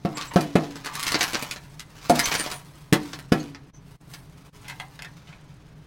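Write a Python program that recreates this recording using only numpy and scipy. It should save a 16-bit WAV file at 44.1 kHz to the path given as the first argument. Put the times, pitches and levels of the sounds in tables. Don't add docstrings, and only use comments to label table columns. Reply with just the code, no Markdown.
import sys
import numpy as np
from scipy import signal
from scipy.fft import rfft, irfft
from scipy.io import wavfile
from scipy.ndimage import uniform_filter1d, map_coordinates

SR = 44100
rng = np.random.default_rng(int(sys.argv[2]) if len(sys.argv) > 2 else 0)


def digitize_waveform(pressure):
    field = np.atleast_2d(pressure).T
    bounded = np.clip(field, -1, 1)
    quanta = np.round(bounded * 32767).astype(np.int16)
    wavfile.write(sys.argv[1], SR, quanta)


N = 258667
T = np.arange(N) / SR
FREQS = np.fft.rfftfreq(N, 1 / SR)


def undb(db):
    return 10 ** (np.asarray(db) / 20)


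def unit(x):
    return x / np.sqrt(np.sum(x ** 2) + 1e-18)


def on_log(hz, points):
    f, value = np.transpose(points)
    return np.interp(np.log(np.maximum(hz, 1)), np.log(f), value)


def colour(points, size=2048):
    cepstrum = irfft(np.log(undb(on_log(np.fft.rfftfreq(size, 1 / SR), points))))
    cepstrum[1:size // 2] *= 2
    cepstrum[size // 2 + 1:] = 0
    return irfft(np.exp(rfft(cepstrum)))


def through(x, response):
    return signal.fftconvolve(x, response)[:len(x)]


def highpass(x, hz):
    return signal.sosfilt(signal.butter(2, hz, "high", fs=SR, output="sos"), x)


def add(out, start, x):
    i = max(int(start * SR), 0)
    out[i:i + len(x)] += x[:max(N - i, 0)]


def ring(modes, t):
    return sum((-1) ** k * undb(db) * np.sin(2 * np.pi * hz * t) * np.exp(-np.log(1000) * t / t60)
               for k, (hz, db, t60) in enumerate(modes))


def shaped_noise(spectrum):
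    return unit(irfft(rfft(rng.standard_normal(N)) * spectrum, N)) * np.sqrt(N)


def wander(seconds):
    return shaped_noise(np.exp(-(FREQS * seconds) ** 2))


# frequency in Hz, relative level of the room noise in dB.
AIR_SPECTRUM = [(25, -13.5), (50, -7), (100, -13.5), (140, -26.5), (200, -21.5), (330, -23), (410, -29.5),
                (500, -24), (850, -26.5), (2000, -33.5), (5000, -43.5), (16000, -79)]
# centre of a hum band in Hz, half-width in Hz, rms level in dB.
HUM_BANDS = [(144.2, 23, -48.5), (285, 37, -61.5), (413, 22, -67)]
def room_hum(air_db=-54):
    air = through(rng.standard_normal(N), unit(colour(AIR_SPECTRUM)))
    hum = sum(undb(db) * shaped_noise(1 / (1 + ((FREQS - hz) / width) ** 2))
              for hz, width, db in HUM_BANDS)
    return undb(air_db) * air + hum


def grains(n, rate, spread_db):
    chance = rng.random(n)
    excess = np.minimum(rng.exponential(size=n), np.pi)
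    sign = rng.choice([-1, 1], n)
    size = undb(spread_db * excess)
    return (chance < rate / SR) * sign * size / np.sqrt(np.mean(size ** 2) * rate / SR)


# crest in seconds, flow in dB, swell in dB per second,
# time it starts to run dry in seconds, powder in dB relative to the flow.
DEBRIS_POURS = [(1.14, -34, 51, 1.502, -8), (2.19, -32, 96, 2.524, -6.5)]
# middle in seconds, flow in dB, half-length in seconds,
# powder in dB relative to the flow.
DEBRIS_SHIFTS = [(0.25, -47, .13, -8), (0.694, -52, 0.52, -13), (1.653, -58, 0.47, -6),
                 (2.021, -45.5, 0.025, -17), (2.694, -59, 0.25, -3.5), (3.111, -49, .13, -7),
                 (3.42, -56, 0.11, -9), (3.922, -60.5, 0.088, -2), (4.147, -57, 0.087, 0.5),
                 (4.69, -57, 0.42, -5), (5.285, -62.5, 0.31, -22)]
def flow(trickle_db=-67.5, thinning_db_per_s=21.5, drying_db_per_s=200, powder_lag_s=0.019):
    grit, powder = undb(trickle_db) ** 2, undb(trickle_db - 8) ** 2
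    for crest, db, swell, runs_dry, powder_db in DEBRIS_POURS:
        pour = undb(db - swell * np.maximum(crest - T, 0)
                    - thinning_db_per_s * np.maximum(T - crest, 0)
                    - drying_db_per_s * np.maximum(T - runs_dry, 0))
        grit += pour ** 2
        powder += (undb(powder_db) * np.interp(T - powder_lag_s, T, pour)) ** 2
    for middle, db, half_length, powder_db in DEBRIS_SHIFTS:
        shift = undb(db) * np.exp(-((T - middle) / half_length) ** 2)
        grit += shift ** 2
        powder += (undb(powder_db) * shift) ** 2
    return 10 * np.log10(grit), 10 * np.log10(powder)


# frequency in Hz, relative level in dB.
GRIT_SPECTRUM = [(200, 5), (650, 3.5), (1100, 5), (1900, 3.5), (3000, 2), (4800, 1.5), (6300, 0),
                 (8000, -9), (16000, -20)]
POWDER_SPECTRUM = [(2000, -37), (6000, -25), (8000, 2.5), (10000, 1.5), (12000, -3.5), (16000, -2.5)]
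def debris():
    flow_db, powder_db = flow()
    graininess = np.interp(flow_db, [-60, -45], [.45, .92])
    tumble = graininess * grains(N, rate=1100 * undb(.3 * (flow_db + 35)), spread_db=5.5)
    hiss_share = np.sqrt(1 - graininess ** 2)
    grit, powder = (through(tumble + hiss_share * rng.standard_normal(N), unit(colour(spectrum)))
                    for spectrum in (GRIT_SPECTRUM, POWDER_SPECTRUM))
    surge = undb(2.5 * wander(seconds=0.023))
    return surge * (undb(flow_db - 1) * grit + undb(powder_db - 2) * powder)


def slot(x, resonance_hz=1120, drift=.13, reflection=0.29):
    lag = SR / resonance_hz * np.exp(drift * wander(seconds=.06))
    passes = sum(reflection ** k * map_coordinates(x, [np.arange(N) - k * lag], order=3)
                 for k in range(3))
    return passes / np.hypot(1, reflection)


def landing(t, rise_s, rate=20000):
    return unit(grains(len(t), rate, spread_db=9.2) * t * np.exp(-t / rise_s))


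def shard(t, t60=0.0088, count=22):
    pitch, size, life = rng.random((count, 3)).T
    hz = 1700 * np.minimum(8.5 ** pitch, 11)
    return unit(ring(zip(hz, -10 * size, t60 * (.5 + life)), t))


def stray_shards(per_second=18):
    out, t, flow_db = np.zeros(N), T[:SR // 20], flow()[0]
    for place, size in rng.random((int(per_second * T[-1]), 2)):
        i = int(place * N)
        contacts = landing(t, rise_s=0.0015, rate=4000)
        tick = unit(contacts + 0.25 * through(contacts, shard(t)))
        add(out, T[i], undb(flow_db[i] + 14.5 + 10 * size) * tick)
    return through(out, unit(colour([(500, -19), (2000, -10), (5200, -4), (8000, 4), (15000, -12.5)])))


def chatter(t, decay_s, rate):
    return unit(grains(len(t), rate, spread_db=2.4) * np.exp(-t / decay_s))


def contact_pulse(u):
    return -u / (1 + (u / 2) ** 2) ** 3


# frequency in Hz, relative level in dB, time to decay by 60 dB (T60) in seconds.
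TABLE_RESONANCES = [(155.4, 1, 0.18), (178, 9, 0.066), (214, -1, 0.18), (255, -4, 0.18), (347, -1.5, 0.18),
                    (393, -4, 0.13), (562, -8, 0.16), (574, -28.5, .1), (645, -11.5, 0.2), (759, -11, 0.15),
                    (940, -31, 0.11), (1088, -13.5, 0.15), (1320, -8.5, 0.073)]
CASE_RESONANCES = [(245, -4.5, 0.25), (512, -0.5, 0.059), (589, 6.5, 0.029), (704.5, 0, 0.083),
                   (826, -8.5, 0.077), (996, -18, 0.046), (1223, -8, 0.058)]
ROOM_RESONANCES = [(149.6, 2, 0.37), (449, -2.5, 0.24)]
# frequency in Hz, gain on crack and rattle in dB.
CRACK_SPECTRUM = [(300, 20.5), (900, 7.5), (1800, 7), (3500, 3.5), (5000, 1), (7500, -6), (11000, -9.5),
                  (16000, -18)]
# start in seconds, thump gain in dB, contact time in ms,
# rebound interval in ms, then gains in dB for case ring, crack, crack treble and rattle.
CASE_KNOCKS = [(0.0512, -15.5, 0.66, 5.7, -17, -7, -5.5, -30), (0.3608, -7, 0.63, 5.6, -5, 4.5, -6.5, -4.5),
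               (0.5558, -8, 0.66, 4.5, -6, 2.5, -4.5, -11), (2.0983, -10.5, 0.42, 3.4, 4, -4, -1.5, -7.5),
               (2.9271, -8, 0.7, 6.7, -20, 8.5, 2.5, -9), (3.3217, -8.5, 0.85, 4.2, -15, 2, -1, -9)]
def knocks(restitution=0.54, detune=0.0092, hollow_hz=270.4, sag=0.3475, sag_s=0.0806):
    out, t, lead_s = np.zeros(N), T[:SR // 2], .004
    case = unit(ring(CASE_RESONANCES, t) * (1 - np.exp(-t / 0.00014)))
    standing_waves = unit(ring(ROOM_RESONANCES, t) * (1 - np.exp(-t / 0.0086)))
    sagging_time = t + sag * sag_s * (1 - np.exp(-t / sag_s))
    hollow = unit(ring([(hollow_hz, 0, 0.66)], sagging_time) * (1 - np.exp(-t / 0.021)))
    for start, thump_db, contact_ms, rebound_ms, case_db, crack_db, treble_db, rattle_db in CASE_KNOCKS:
        u = (t - lead_s) * 1000 / contact_ms
        slap = sum(restitution ** k * contact_pulse(u - k * rebound_ms / contact_ms) for k in range(4))
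        add(out, start - lead_s, undb(thump_db) * 2.78 * slap)
        chance = rng.uniform(-0.57, 1, (len(TABLE_RESONANCES), 2))
        modes = [(hz * (1 + detune * load), db + 2 * spot, t60)
                 for (hz, db, t60), (load, spot) in zip(TABLE_RESONANCES, chance)]
        thump = unit(ring(modes, t)) - 0.25 * standing_waves + 0.33 * hollow
        add(out, start, undb(thump_db) * 9.2 * thump + undb(case_db) * 4.4 * case)
        snap = landing(t, rise_s=0.00019) + 1.33 * chatter(t, decay_s=0.012, rate=5000)
        crack = undb(crack_db) * unit(snap + 0.079 * shard(t))
        add(crack, rebound_ms / 1000, undb(crack_db - 2.5) * landing(t[:SR // 50], rise_s=.0004))
        crack = highpass(through(crack, colour([(1500, 0), (4500, treble_db)])), hz=714)
        splinters = grains(len(t), rate=1200, spread_db=5) * t * np.exp(-t / 0.045)
        rattle = undb(rattle_db) * unit(highpass(splinters, hz=1580))
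        add(out, start - .0005, through(crack + rattle, colour(CRACK_SPECTRUM)))
    return highpass(out, hz=50)


# middle in seconds, pitch in Hz, level in dB, length in seconds.
EDGE_SQUEAKS = [(0.122, 7540, -43, 0.021), (0.174, 7510, -39, 0.024), (0.19, 1120, -38.5, 0.069),
                (0.285, 7560, -39, 0.0093), (0.317, 1136, -34.5, 0.0082), (0.765, 7680, -45, 0.0075),
                (0.872, 1131, -38, 0.031), (1.02, 1120, -38, 0.17), (1.294, 11200, -44, .032),
                (2.245, 6030, -22.5, 0.011), (2.403, 8920, -32, .033), (2.549, 9420, -42.5, 0.048),
                (3.405, 4350, -42.5, 0.015), (3.408, 6540, -45, 0.016), (3.761, 6010, -53, 0.033),
                (4.996, 1640, -40.5, 0.0051), (5.053, 1677, -41, 0.0097)]
def squeaks(overtone_db=-6, bend_hz=90.1, waver_hz=102):
    out, t = np.zeros(N), T[:SR // 3]
    centre = t[-1] / 2
    for middle, hz, db, length in EDGE_SQUEAKS:
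        wobble, grip = uniform_filter1d(rng.standard_normal((2, len(t))), size=64)
        bend = np.interp(t, np.linspace(0, t[-1], num=12), rng.standard_normal(12))
        phase = 2 * np.pi * np.cumsum(hz + bend_hz * bend + waver_hz * wobble / wobble.std()) / SR
        tone = sum(undb(overtone_db * (k - 1)) * np.sin(k * phase)
                   for k in range(1, 5) if k == 1 or k * hz < 6000)
        swell = np.exp(-2 * ((t - centre) / length) ** 2) * (1 + 0.41 * grip / grip.std())
        add(out, middle - centre, undb(db) * tone * swell)
    return out


# frequency in Hz, gain on every clink in dB.
CLINK_SPECTRUM = [(100, 25.5), (300, 20), (900, 9), (1800, 7), (3200, 4.5), (4800, 6.5), (6200, 2),
                  (7500, -2.5), (11000, -9.5), (16000, -18)]
# landing time in
# seconds, then relative level, body and brightness in dB.
SHARD_CLINKS = [(0.172, -20.5, -13, -15), (0.2118, -19.5, -18, -19), (0.3366, -29.5, -6, -6),
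                (0.4086, -23, -6, -7.5), (0.637, -30, -6, -18), (0.7568, -30.5, -6, -14),
                (0.846, -26.5, -13, -9), (0.8594, -18.5, -14.5, -14), (0.9528, -21.5, -24, -5),
                (0.9952, -21, -34, -5), (1.029, -17, -38, -5), (1.067, -14, -22, -13),
                (1.08, -14.5, -30, -10), (1.1194, -14, -22, -8.5), (1.1436, -9, -5, -23),
                (1.2087, -8.5, -17, -19), (1.2135, -14, -11.5, -13), (1.2302, -12, -16, -8),
                (1.3328, -20, -7, -9), (1.346, -11.5, -10, -21), (1.425, -21, -6, -5),
                (1.5108, -17.5, -19.5, -13.5), (1.5605, -27, -14, -19), (1.7956, -24.5, -27, -10.5),
                (2.0968, -13.5, -6, -5), (2.1552, -21, -4.5, -5), (2.1926, -7.5, -22, -8),
                (2.2562, -12, -21.5, -9.5), (2.3158, -13.5, -13.5, -38), (2.3395, -15.5, -16.5, -10),
                (2.351, -14, -13.5, -11), (2.397, -16, -11, -10), (2.462, -21.5, -10, -16),
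                (2.5151, -21, -10.5, -8.5), (3.1324, -23.5, -6, -19), (3.189, -32, -7, -7),
                (3.5474, -32.5, -8.5, -25), (4.1374, -29.5, -20, -11)]
def clinks(ring_share=0.13):
    out, t, lead = np.zeros(N), T[:SR // 8], SR // 40
    for lands, db, body_db, bright_db in SHARD_CLINKS:
        contacts = unit(landing(t, rise_s=0.00076) + landing(t, rise_s=0.0048, rate=2800))
        contacts[SR // 1000] += 0.16
        lead_in = 0.16 * chatter(t[:lead], decay_s=0.0023, rate=8300)[::-1]
        contacts = np.concatenate([lead_in, contacts])
        hit = unit(contacts + ring_share * through(contacts, shard(t)))
        bass_db, treble_db = min(body_db + 5, 0), min(bright_db, -5) + 14.5
        hit = through(hit, colour([(600, bass_db), (1800, 0), (6000, 0.0056), (10000, treble_db)]))
        add(out, lands - lead / SR, undb(db + 15.5) * through(hit, colour(CLINK_SPECTRUM)))
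    return highpass(out, hz=218)


# frequency in Hz, relative level of the creaking plastic in dB.
CREAK_SPECTRUM = [(200, -30), (520, -6), (780, 8.5), (1200, -4), (1620, 4), (1850, 6), (2500, -0.5),
                  (3300, -1), (5000, -5.5), (8000, -12), (16000, -27)]
# start in seconds, level in dB, decay time in seconds, treble gain in dB.
CASE_CREAKS = [(4.644, -17, 0.057, -8), (4.681, -13, 0.0093, 9), (4.697, -9, 0.012, 3),
               (4.799, -5, 0.0027, -4.5), (4.991, -14, 0.0028, -6), (5.021, -12.5, 0.0021, 7.5),
               (5.046, -14.5, 0.0051, 1), (5.27, -19, 0.054, -2), (5.325, -20.5, 0.008, -10)]
def creaks():
    out, t = np.zeros(N), T[:SR // 4]
    plastic = unit(colour(CREAK_SPECTRUM))
    hollow = unit(ring([(750, 4, 0.095), (840, -22, 0.031), (1640, 7, 0.031),
                        (2005, 12.5, 0.018), (2620, 3, 0.034)], t))
    for start, db, decay_s, treble_db in CASE_CREAKS:
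        slips = unit(chatter(t, decay_s, rate=3500) * (1 - np.exp(-t / 0.00042)))
        slips = through(slips, colour([(3500, 0), (9000, treble_db)]))
        add(out, start, undb(db) * (through(slips, plastic) + .5 * through(slips, hollow)))
    return out


# frequency in Hz, reverberation time (T60) in seconds.
REVERB_TIMES = [(125, 0.43), (400, 0.47), (1500, 0.17), (5000, 0.079), (14000, 0.095)]
def room_tail(level_db=-5, bass_db=-17):
    t, edges = T[:SR // 2], np.geomspace(60, 18000, num=9)
    f, noise = np.fft.rfftfreq(len(t), 1 / SR), rfft(rng.standard_normal(len(t)))
    noise *= undb(on_log(f, [(350, bass_db), (1000, 0.003)]))
    tail = np.zeros(len(t))
    for low, high in zip(edges, edges[1:]):
        band = irfft(noise * ((f >= low) & (f < high)), len(t))
        t60 = on_log(np.sqrt(low * high), REVERB_TIMES)
        tail += band * np.exp(-np.log(1000) * t / t60)
    return undb(level_db) * unit(tail * (1 - np.exp(-t / 0.004)))


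def workshop(x, echo_s=.007):
    early = np.zeros(SR // 8)
    early[0] = 1
    wall = colour([(150, -14.5), (800, -2), (6000, -9), (16000, -17)])
    add(early, echo_s, undb(-2) * wall)
    turn = 2 * np.pi * T
    tails = through(x * np.cos(turn), room_tail()) + through(x * np.sin(turn), room_tail())
    return through(x, early) + tails


def scene():
    toy = knocks() + clinks() + stray_shards() + squeaks() + slot(debris()) + creaks()
    return (workshop(toy) + room_hum())[None]


# middle of a dip in seconds, length in seconds.
LEVEL_DIPS = [(3.721, 0.028), (3.985, 0.042), (4.514, 0.03)]
def record(dry, dip_db=-20, cutoff_hz=16200):
    dips = sum(np.exp(-(2 * (T - middle) / length) ** 4) for middle, length in LEVEL_DIPS)
    rounded = 2 * np.tanh(dry * undb(dip_db * dips) / 2)
    return signal.sosfilt(signal.ellip(10, .2, 80, cutoff_hz, fs=SR, output="sos"), rounded)


dry = scene()
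out = record(dry)
digitize_waveform(out)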